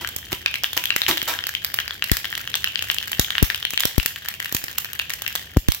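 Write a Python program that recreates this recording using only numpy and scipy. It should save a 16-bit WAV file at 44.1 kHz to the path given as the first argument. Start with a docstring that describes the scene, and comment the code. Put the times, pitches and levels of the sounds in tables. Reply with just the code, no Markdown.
"""Seeds pop in foaming hot fat in a steel wok, heard from close above at two microphone ports in a hard kitchen.
Each pop is a few ringing cycles with a bright noise snap; the biggest throw puffs of air, pressure jumps
that overload the ports. Early on a steel spatula knocks: gritty chatter rings damped steel modes.
Sizzle and burner rumble are coloured noise, and noise echoes let the kitchen answer pops and knocks."""
import sys
import numpy as np
from scipy import signal
from scipy.fft import rfft, irfft
from scipy.io import wavfile

SR = 44100
rng = np.random.default_rng(int(sys.argv[2]) if len(sys.argv) > 2 else 0)


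def bounce(signal):
    """Save signal as a 16-bit WAV file at the path given by the first command-line argument."""
    frames = np.transpose(np.atleast_2d(signal))
    limited = np.clip(frames, -1, 1)
    pcm = np.round(limited * 32767).astype(np.int16)
    wavfile.write(sys.argv[1], SR, pcm)


N = 255780

# pitches that the foam and the wok favour: (frequency [Hz], relative spread [1])
HOLLOWS = [(1790, 0.069), (3050, 0.14)]


def amp(db):
    """Turns decibels into a linear gain."""
    return 10 ** (np.asarray(db, float) / 20)


def rms_one(x):
    """Scales a signal to an rms of 1."""
    return x / np.sqrt(np.mean(x ** 2) + 1e-20)


def in_time(rows):
    """Draws each column of a timed table as a curve over the whole scene."""
    s, *columns = np.transpose(rows)
    return [np.interp(np.arange(N) / SR, s, c) for c in columns]


def at_hz(points, hz, column=1):
    """Reads a table column at any frequency, along a logarithmic frequency axis."""
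    table = np.array(points)
    return np.interp(np.log(hz), np.log(table[:, 0]), table[:, column])


def band(x, low_hz, high_hz):
    """Passes one band of frequencies."""
    sos = signal.butter(2, [low_hz, min(high_hz, .45 * SR)], "band", fs=SR, output="sos")
    return signal.sosfilt(sos, x)


def resonance(x, hz, width_hz):
    """A single resonant peak, driven by x."""
    r, w = np.exp(-np.pi * width_hz / SR), 2 * np.pi * hz / SR
    return signal.lfilter((1 - r * r) / 2 * np.array([1, 0, -1]), [1, -2 * r * np.cos(w), r * r], x)


def coloured(spectrum, alike):
    """Stereo noise of a given spectrum and left-right likeness; rms 1."""
    mid, side = rng.standard_normal((2, N))
    pair = np.sqrt(1 + alike) * mid + np.sqrt(1 - alike) * side * [[1], [-1]]
    hz = np.maximum(np.arange(N // 2 + 1) * SR / N, 10)
    slope_db = 12 * np.log2(np.minimum(hz / spectrum[0][0], 1))  # falls away below the first point
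    return rms_one(irfft(rfft(pair) * amp(at_hz(spectrum, hz) + slope_db), N))


def shaped(envelope, wave):
    """Grains whose energy is that of their envelope, whatever chance put into the wave."""
    grain = envelope * wave
    wanted = np.sum(envelope ** 2, -1, keepdims=True)
    return grain * np.sqrt(wanted / np.sum(grain ** 2, -1, keepdims=True))


def add(out, s, grains):
    """Lays grains (channel, event, sample) into out at the times s."""
    at = np.round(np.asarray(s) * SR).astype(int)[:, None] + np.arange(grains.shape[-1])
    for channel in (0, 1):
        np.add.at(out[channel], np.minimum(at, N - 1), grains[channel])


def pops(s, hz, ring_db, snap_db):
    """A bursting bubble rings a few cycles, at each port a little otherwise; the tearing shell adds a bright snap."""
    ring_cycles = 2.7  # cycles in which a ring falls to 1/e
    right_lag_s = .0001  # the right port lies a little farther from the fat
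    ring_left_db = 5  # rings are on average this much louder at the left port
    t = np.arange(400) / SR
    # per port and pop: four chance values, then 400 samples of noise
    chance = rng.standard_normal((len(s), 2, 404)).swapaxes(0, 1)
    detune, phase, other_luck = chance[..., :1], chance[..., 1:2], chance[:1, :, 2:3]
    balance_db = np.array([[.5], [-.5]]) * (ring_left_db + 3 * chance[0, :, 3])

    late = t - np.array([0, right_lag_s])[:, None, None]
    swell = (1 - np.exp(-(t / 0.00032) ** 2)) * np.exp(-t * hz[:, None] / ring_cycles)
    tone = np.sin(2 * np.pi * hz[:, None] * (1 + 0.041 * detune) * late + 0.81 * phase)
    # the other hollow sounds along, usually more faintly, and a little noise roughens the ring
    other_hz = np.where(hz > 2400, HOLLOWS[0][0], HOLLOWS[1][0])[:, None]
    tone += amp(-8 + 4 * other_luck) * np.sin(2 * np.pi * other_hz * late)
    tone += 0.36 * rms_one(band(chance[..., 4:], 1860, 4620))
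    rings, cracks, drops = np.zeros((3, 2, N))
    add(rings, s, amp(ring_db + balance_db)[..., None] * shaped(swell, tone))

    # a sharp crack, then spattering droplets, both from the same noise played backwards
    tear = 1 - np.exp(-t / 0.00014)
    noise = chance[..., :3:-1]
    add(cracks, s, amp(snap_db)[:, None] * shaped(tear * np.exp(-t / 0.00026), noise))
    add(drops, s, amp(snap_db - 15.5)[:, None] * shaped(tear * np.exp(-t / 0.0039), noise))
    return rings + band(cracks, 496, 21600) + band(drops, 1720, 21600)


def loud_pops():
    """The loudest bubbles burst one by one, each with its own pitch and its own mix of ring and snap."""
    # single bursts: (time [s], ring pitch [Hz], ring level [dB], snap level [dB])
    bursts = [(0.047, 1590, -11.5, -24), (0.074, 3120, -12.5, -8), (0.089, 3000, -27, -8.5),
              (0.1631, 4570, -31, -2.5), (0.329, 3010, -8.5, -5.5), (0.4607, 2450, 1.5, -15),
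              (0.541, 3080, -5.5, -11.5), (0.5558, 2220, -9.5, -9.5), (0.6357, 5280, -8.5, -0.5),
              (0.6425, 3030, -0.5, -12), (0.7315, 3470, -11, -7), (0.7759, 2880, -3.5, -1),
              (0.839, 2420, -11.5, -5), (0.8556, 3200, -4.5, -5.5), (0.9045, 2650, 0.5, -41),
              (0.9629, 1910, -6, 2.5), (1.0177, 3560, -0.5, -10), (1.0647, 2960, -3, -24),
              (1.1122, 3430, -1, -19), (1.1729, 3080, -7.5, -4.5), (1.179, 3140, -7, -9),
              (1.2165, 3110, -5.5, -13), (1.2284, 3170, -27, -5), (1.3378, 1700, -15, -12),
              (1.439, 3000, -7.5, -20), (1.3892, 3090, -7.5, -60), (1.4686, 4700, -7.5, -3.5),
              (1.4915, 1800, -15, -8), (1.5503, 3150, -3, -13), (1.6469, 5100, -8, -0.5),
              (1.742, 2410, -29, 0.5), (1.7877, 2850, -2, -28), (1.8012, 3240, -8, -9.5),
              (1.879, 4880, -6.5, -12.5), (1.9077, 3100, -8.5, -33), (2.0233, 2930, -3.5, -38),
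              (2.041, 4200, -11, -3), (2.0962, 1960, -12.5, -28), (2.1162, 1820, -7.5, 7.5),
              (2.169, 1660, -17, 0.5), (2.2445, 3000, -10.5, -23), (2.254, 3140, -7.5, -13),
              (2.327, 1760, -12, -18), (2.3523, 3080, -8.5, -10.5), (2.3773, 1870, -15, -6.5),
              (2.4753, 3080, -9, -32), (2.5413, 3520, -2, -28), (2.5539, 3040, -6.5, 0),
              (2.6428, 3040, -0.5, -6), (2.6739, 2880, -5.5, -57), (2.757, 3100, -3.5, -39),
              (2.792, 3020, -7, -13), (2.8238, 3000, -10, -4), (2.9, 3140, 1, -29),
              (2.9136, 3380, -30, -2.5), (2.945, 3170, -37, -5.5), (2.9843, 3120, -5, -10.5),
              (3.0272, 3000, -11.5, -16), (3.1174, 3250, -31, -2.5), (3.1307, 3080, -7, -15),
              (3.1957, 3120, -5, 9), (3.246, 3150, -8.5, -15), (3.305, 3140, -4, -10.5),
              (3.3529, 3000, -6, -28), (3.3814, 2870, 1, -13), (3.4269, 1770, -20, 8.5),
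              (3.501, 1760, -7.5, -8), (3.546, 3080, -7, -8), (3.5587, 3660, -15, -11.5),
              (3.627, 3220, -8, -19), (3.6512, 2960, -1.5, -10), (3.706, 3120, -25, -5.5),
              (3.7353, 2700, -14, -8.5), (3.743, 3060, -13, -18), (3.776, 3040, 1.5, -11),
              (3.7976, 3300, -19, -3.5), (3.8049, 3720, -5, 3), (3.835, 3230, -2.5, -9),
              (3.854, 2440, -36, 6), (3.9808, 3360, -30, 1.5), (3.999, 2880, -6.5, -19),
              (4.0296, 2980, -22, -8), (4.0603, 3000, -5.5, 4.5), (4.16, 3150, -13.5, -15.5),
              (4.2592, 1700, -20.5, -16), (4.2856, 3300, -30, -1), (4.3398, 2970, -18, -16),
              (4.4012, 1840, -12.5, -8), (4.4262, 1660, -18.5, -14), (4.4457, 3050, -15, -9.5),
              (4.4573, 1750, -14.5, -12), (4.525, 4660, -32, -2.5), (4.5481, 2780, -25, 4.5),
              (4.5664, 2840, -13, -4), (4.6403, 2480, -22, -3.5), (4.682, 1740, -17, -20),
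              (4.7135, 3030, -24, -13.5), (4.7799, 3100, -11, -8), (4.7837, 2960, -31, 2),
              (4.8462, 2560, -14.5, -11.5), (4.9321, 3040, -19, -7.5), (4.992, 3120, -14, -8),
              (4.9966, 2750, -3, -13.5), (5.096, 2880, -15, -10), (5.103, 1840, -15, -4),
              (5.1363, 1790, -19, -3.5), (5.2202, 3240, -19, -5), (5.264, 2670, -7, -57),
              (5.278, 3260, -10.5, -5), (5.3537, 2180, -19, 0.5), (5.359, 3400, -9, -7),
              (5.5698, 1450, -38, -3), (5.6849, 3020, -9, -1), (5.7201, 5600, -18, 1),
              (5.7473, 2330, -44, -4.5)]
    return pops(*np.transpose(bursts))


def small_pops(level_db):
    """The many fainter pops come at random, most near the pitch of one hollow or the other."""
    pops_per_s = 150
    count = int(pops_per_s * N / SR)
    share, luck = rng.random((count, 3)), rng.standard_normal((count, 2))
    s = share[:, 0] * N / SR
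    hollow = np.array(HOLLOWS)[(share[:, 1] > .45).astype(int)]
    hz = hollow[:, 0] * (1 + hollow[:, 1] * luck[:, 0])
    # many weak and few strong ones, with a ceiling
    size_db = level_db[(s * SR).astype(int)] - 4.49 * np.log(np.maximum(share[:, 2], .15))
    return pops(s, hz, size_db, size_db + 0.13 + 6 * luck[:, 1])


def puffs():
    """The pressure at a port jumps within about a millisecond and ebbs away; the air behind the ports rings."""
    # air thrown at the ports: (time [s], left push [signed pressure], right push [signed pressure],
    # fading to 1/e [s])
    gusts = [(0.163, 0.24, -0.042, 0.00052), (0.3295, -0.23, -0.3, 0.0011), (0.9627, 1, 2.7, 0.00017),
             (1.227, 0.12, 0.079, 0.0013), (2.116, 1.5, -0.041, 0.018), (3.1945, -0.97, -0.24, 0.0039),
             (3.1945, 0.5, -0.24, 0.00043), (3.422, -0.06, 0.5, 0.0012), (3.4266, 3.5, 0.11, 0.0033),
             (3.7349, 0.5, -0.082, 0.00043), (3.853, 1.4, -0.36, 0.00072), (3.98, -2, -0.079, 0.015),
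             (4.058, 0.24, -0.004, 0.00099), (4.5255, 0.44, 0.058, 0.00042), (4.548, -0.8, -0.18, 0.0008),
             (4.639, 0.2, -0.38, 0.00051), (5.565, 0.44, 0.1, 0.0026), (5.5697, -2, -1.57, 0.0072),
             (5.6865, -0.82, 1.88, 0.017)]
    cavity_hz, cavity_width_hz, cavity_db = 278, 53, -9
    t, out = np.arange(int(.12 * SR)) / SR, np.zeros((2, N))
    s, left, right, fading = np.transpose(gusts)
    shape = (1 - np.exp(-(t / 0.00036) ** 2)) * np.exp(-t / fading[:, None])
    add(out, s, np.array([left, right])[..., None] * shape)
    return out + amp(cavity_db) * resonance(out + 1e-18, cavity_hz, cavity_width_hz)


def spatula():
    """Each contact is a short gritty chatter that sets the damped steel ringing, one mode most of all."""
    # contacts with the wok: (time [s], chatter level [dB], fading of the contact to 1/e [s],
    # mode that rings out [Hz], extra level of the thud [dB])
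    knocks = [(0.009, -37.5, 0.02, 1990, 0.5), (0.317, -29.5, 0.011, 3020, 2.5),
              (0.765, -25.5, 0.012, 13750, -7.5), (1.08, -21.5, 0.023, 14765, 0.5),
              (1.275, -28, 0.038, 3738, -11.5)]
    # modes of spatula and wok: (frequency [Hz], relative level [dB], decay by 60 dB [s])
    steel = [(344, 14, .05), (540, -2, .1), (680, -3, .12), (988, 2, .11), (1152, 0, .09), (1330, -4, .1),
             (1990, -9, .08), (3020, -9, .08), (3738, -11, .1), (5115, -14, .1), (7875, -17, .2),
             (13310, -15, .05), (13750, -19, .07), (14765, -15, .04)]
    favour_db = 13  # how far the favoured mode stands out
    t, out = np.arange(int(.15 * SR)) / SR, np.zeros((2, N))
    s, level_db, length, favoured_hz, thud_db = np.transpose(knocks)
    press = amp(level_db)[:, None] * (1 - np.exp(-t / 0.0022)) * np.exp(-t / length[:, None])
    chatter = shaped(press, rng.laplace(size=(len(s), len(t))))  # uneven, gritty slips
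    modes_hz = np.array(steel)[:, 0]
    nearest_hz = modes_hz[np.abs(favoured_hz[:, None] - modes_hz).argmin(axis=1)]

    for hz, mode_db, t60 in steel:
        r, w = amp(-60 / (t60 * SR)), 2 * np.pi * hz / SR
        extra_db = favour_db * (nearest_hz == hz) + thud_db * (hz < 400)  # the lowest mode is the thud
        uneven_db = rng.normal(0, 2, (2, len(s), 1))
        force = np.full((2, N), 1e-18)
        add(force, s, chatter * amp(mode_db - 30.5 + extra_db[:, None] + uneven_db))
        out += signal.lfilter([0, np.sin(w)], [1, -2 * r * np.cos(w), r * r], force)

    # the contact itself: a body alike at both ports, and grit with random signs that is not
    body, grit = np.zeros((2, 2, N))
    add(body, s, np.array([chatter, chatter]))
    add(grit, s, chatter * rng.choice([-1, 1], (2, 1, len(t))))
    return out + amp(13.0) * band(body, 410, 3700) + amp(10) * band(grit, 780, 16000)


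def sizzle(level_db):
    """The foaming fat hisses: noise strongest near 3 kHz, almost unrelated between the ports."""
    # colour of the hiss: (frequency [Hz], relative density [dB per Hz])
    hiss = [(500, 0), (900, 9), (1750, 5), (2200, 1), (3120, 30.5), (4000, 9), (7000, -20), (15000, -13)]
    return amp(level_db) * coloured(hiss, alike=0.04)


def burner(level_db):
    """The flame rumbles: low noise, nearly the same at both ports."""
    # colour of the rumble: (frequency [Hz], relative density [dB per Hz])
    rumble = [(35, -8), (55, 4.5), (75, 6.5), (110, 2.5), (230, -8.5), (700, -16), (1200, -31.5)]
    return amp(level_db) * coloured(rumble, alike=0.96)


def kitchen(x):
    """No wall is near: echoes swell after a short lull, then die band by band, by four unrelated paths."""
    # echoes of the room: (frequency [Hz], decay by 60 dB [s], relative level [dB])
    room = [(303, 1, -12), (1070, 0.13, -11), (2450, 0.32, -8), (6030, 0.51, -11.5), (13400, 0.21, -9)]
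    first_wall_s, swell_s = 0.0041, 0.019
    bowl_db = -1.5  # early answer of the bowl of the wok below 4 kHz, against the swollen echoes
    echo_s, echo_db = 0.01836, -17  # one hard surface answers on its own
    t, echoes = np.arange(int(.6 * SR)) / SR, 0
    walls = np.clip((t - first_wall_s) / swell_s, 0, 1)
    bowl = amp(bowl_db) * np.clip((t - .003) / 0.000073, 0, 1)

    for low in 250 * 2 ** np.arange(0, 6.5):  # octave bands
        centre = np.sqrt(2) * low
        noise = band(rng.standard_normal((2, 2, len(t))), low, 2 * low)
        dying = noise * amp(-60 * t / at_hz(room, centre))
        energy = np.sum(dying ** 2) / np.mean(noise ** 2) / 2
        start = np.maximum(walls, bowl) if centre < 4000 else walls
        echoes = echoes + amp(at_hz(room, centre, column=2)) * start * dying / np.sqrt(energy)

    smear = np.exp(-np.abs(t - echo_s) / .004)
    lone = shaped(smear / np.sqrt(np.sum(smear ** 2)), rng.standard_normal((2, 2, len(t))))
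    echoes = echoes + amp(echo_db) * band(lone, 1160, 8900)
    return signal.fftconvolve(x[None], echoes, axes=2).sum(1)[:, :N]


def scene():
    """Pops and knocks leave the wok and wake the kitchen; sizzle, burner and puffs reach the ports directly."""
    # how the stove goes: (time [s], small pops [dB], sizzle [dB], burner [dB])
    frying = [(0, -38, -41.5, -44), (.4, -39.5, -47.5, -48), (1.2, -30.5, -39, -48.5), (1.9, -35, -56, -47),
              (2.4, -31.5, -47, -47), (3.3, -32, -55.5, -46), (3.9, -34, -46, -51.5),
              (4.5, -35, -52, -48.5), (5.3, -33.5, -50, -48), (5.5, -40.5, -48.5, -47.5),
              (5.8, -43, -60, -52)]
    small_db, sizzle_db, burner_db = in_time(frying)
    wok = loud_pops() + small_pops(small_db) + spatula()
    return wok + puffs() + sizzle(sizzle_db) + burner(burner_db) + amp(3.0) * kitchen(wok)


def record(dry):
    """Lows are cut, each port colours the treble its own way, peaks clip, the top is cut."""
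    # treble colour of the ports: (frequency [Hz], width [Hz], left gain [dB], right gain [dB])
    ports = [(8820, 2900, -8, -13), (11340, 1140, -22, -37), (13070, 1530, -2.5, 8)]
    low_cut_hz, top_cut_hz = 47, 16700
    low_cut = signal.butter(2, low_cut_hz, "high", fs=SR, output="sos")
    out = signal.sosfilt(np.tile(low_cut, (2, 1)), dry)  # two equal stages
    for hz, width_hz, *gains_db in ports:
        out = out + (amp(gains_db)[:, None] - 1) * resonance(out, hz, width_hz)
    overloaded = np.clip(out, -.9, .9)
    return signal.sosfilt(signal.cheby2(20, 75, top_cut_hz, fs=SR, output="sos"), overloaded)


dry = scene()
out = record(dry)
bounce(out)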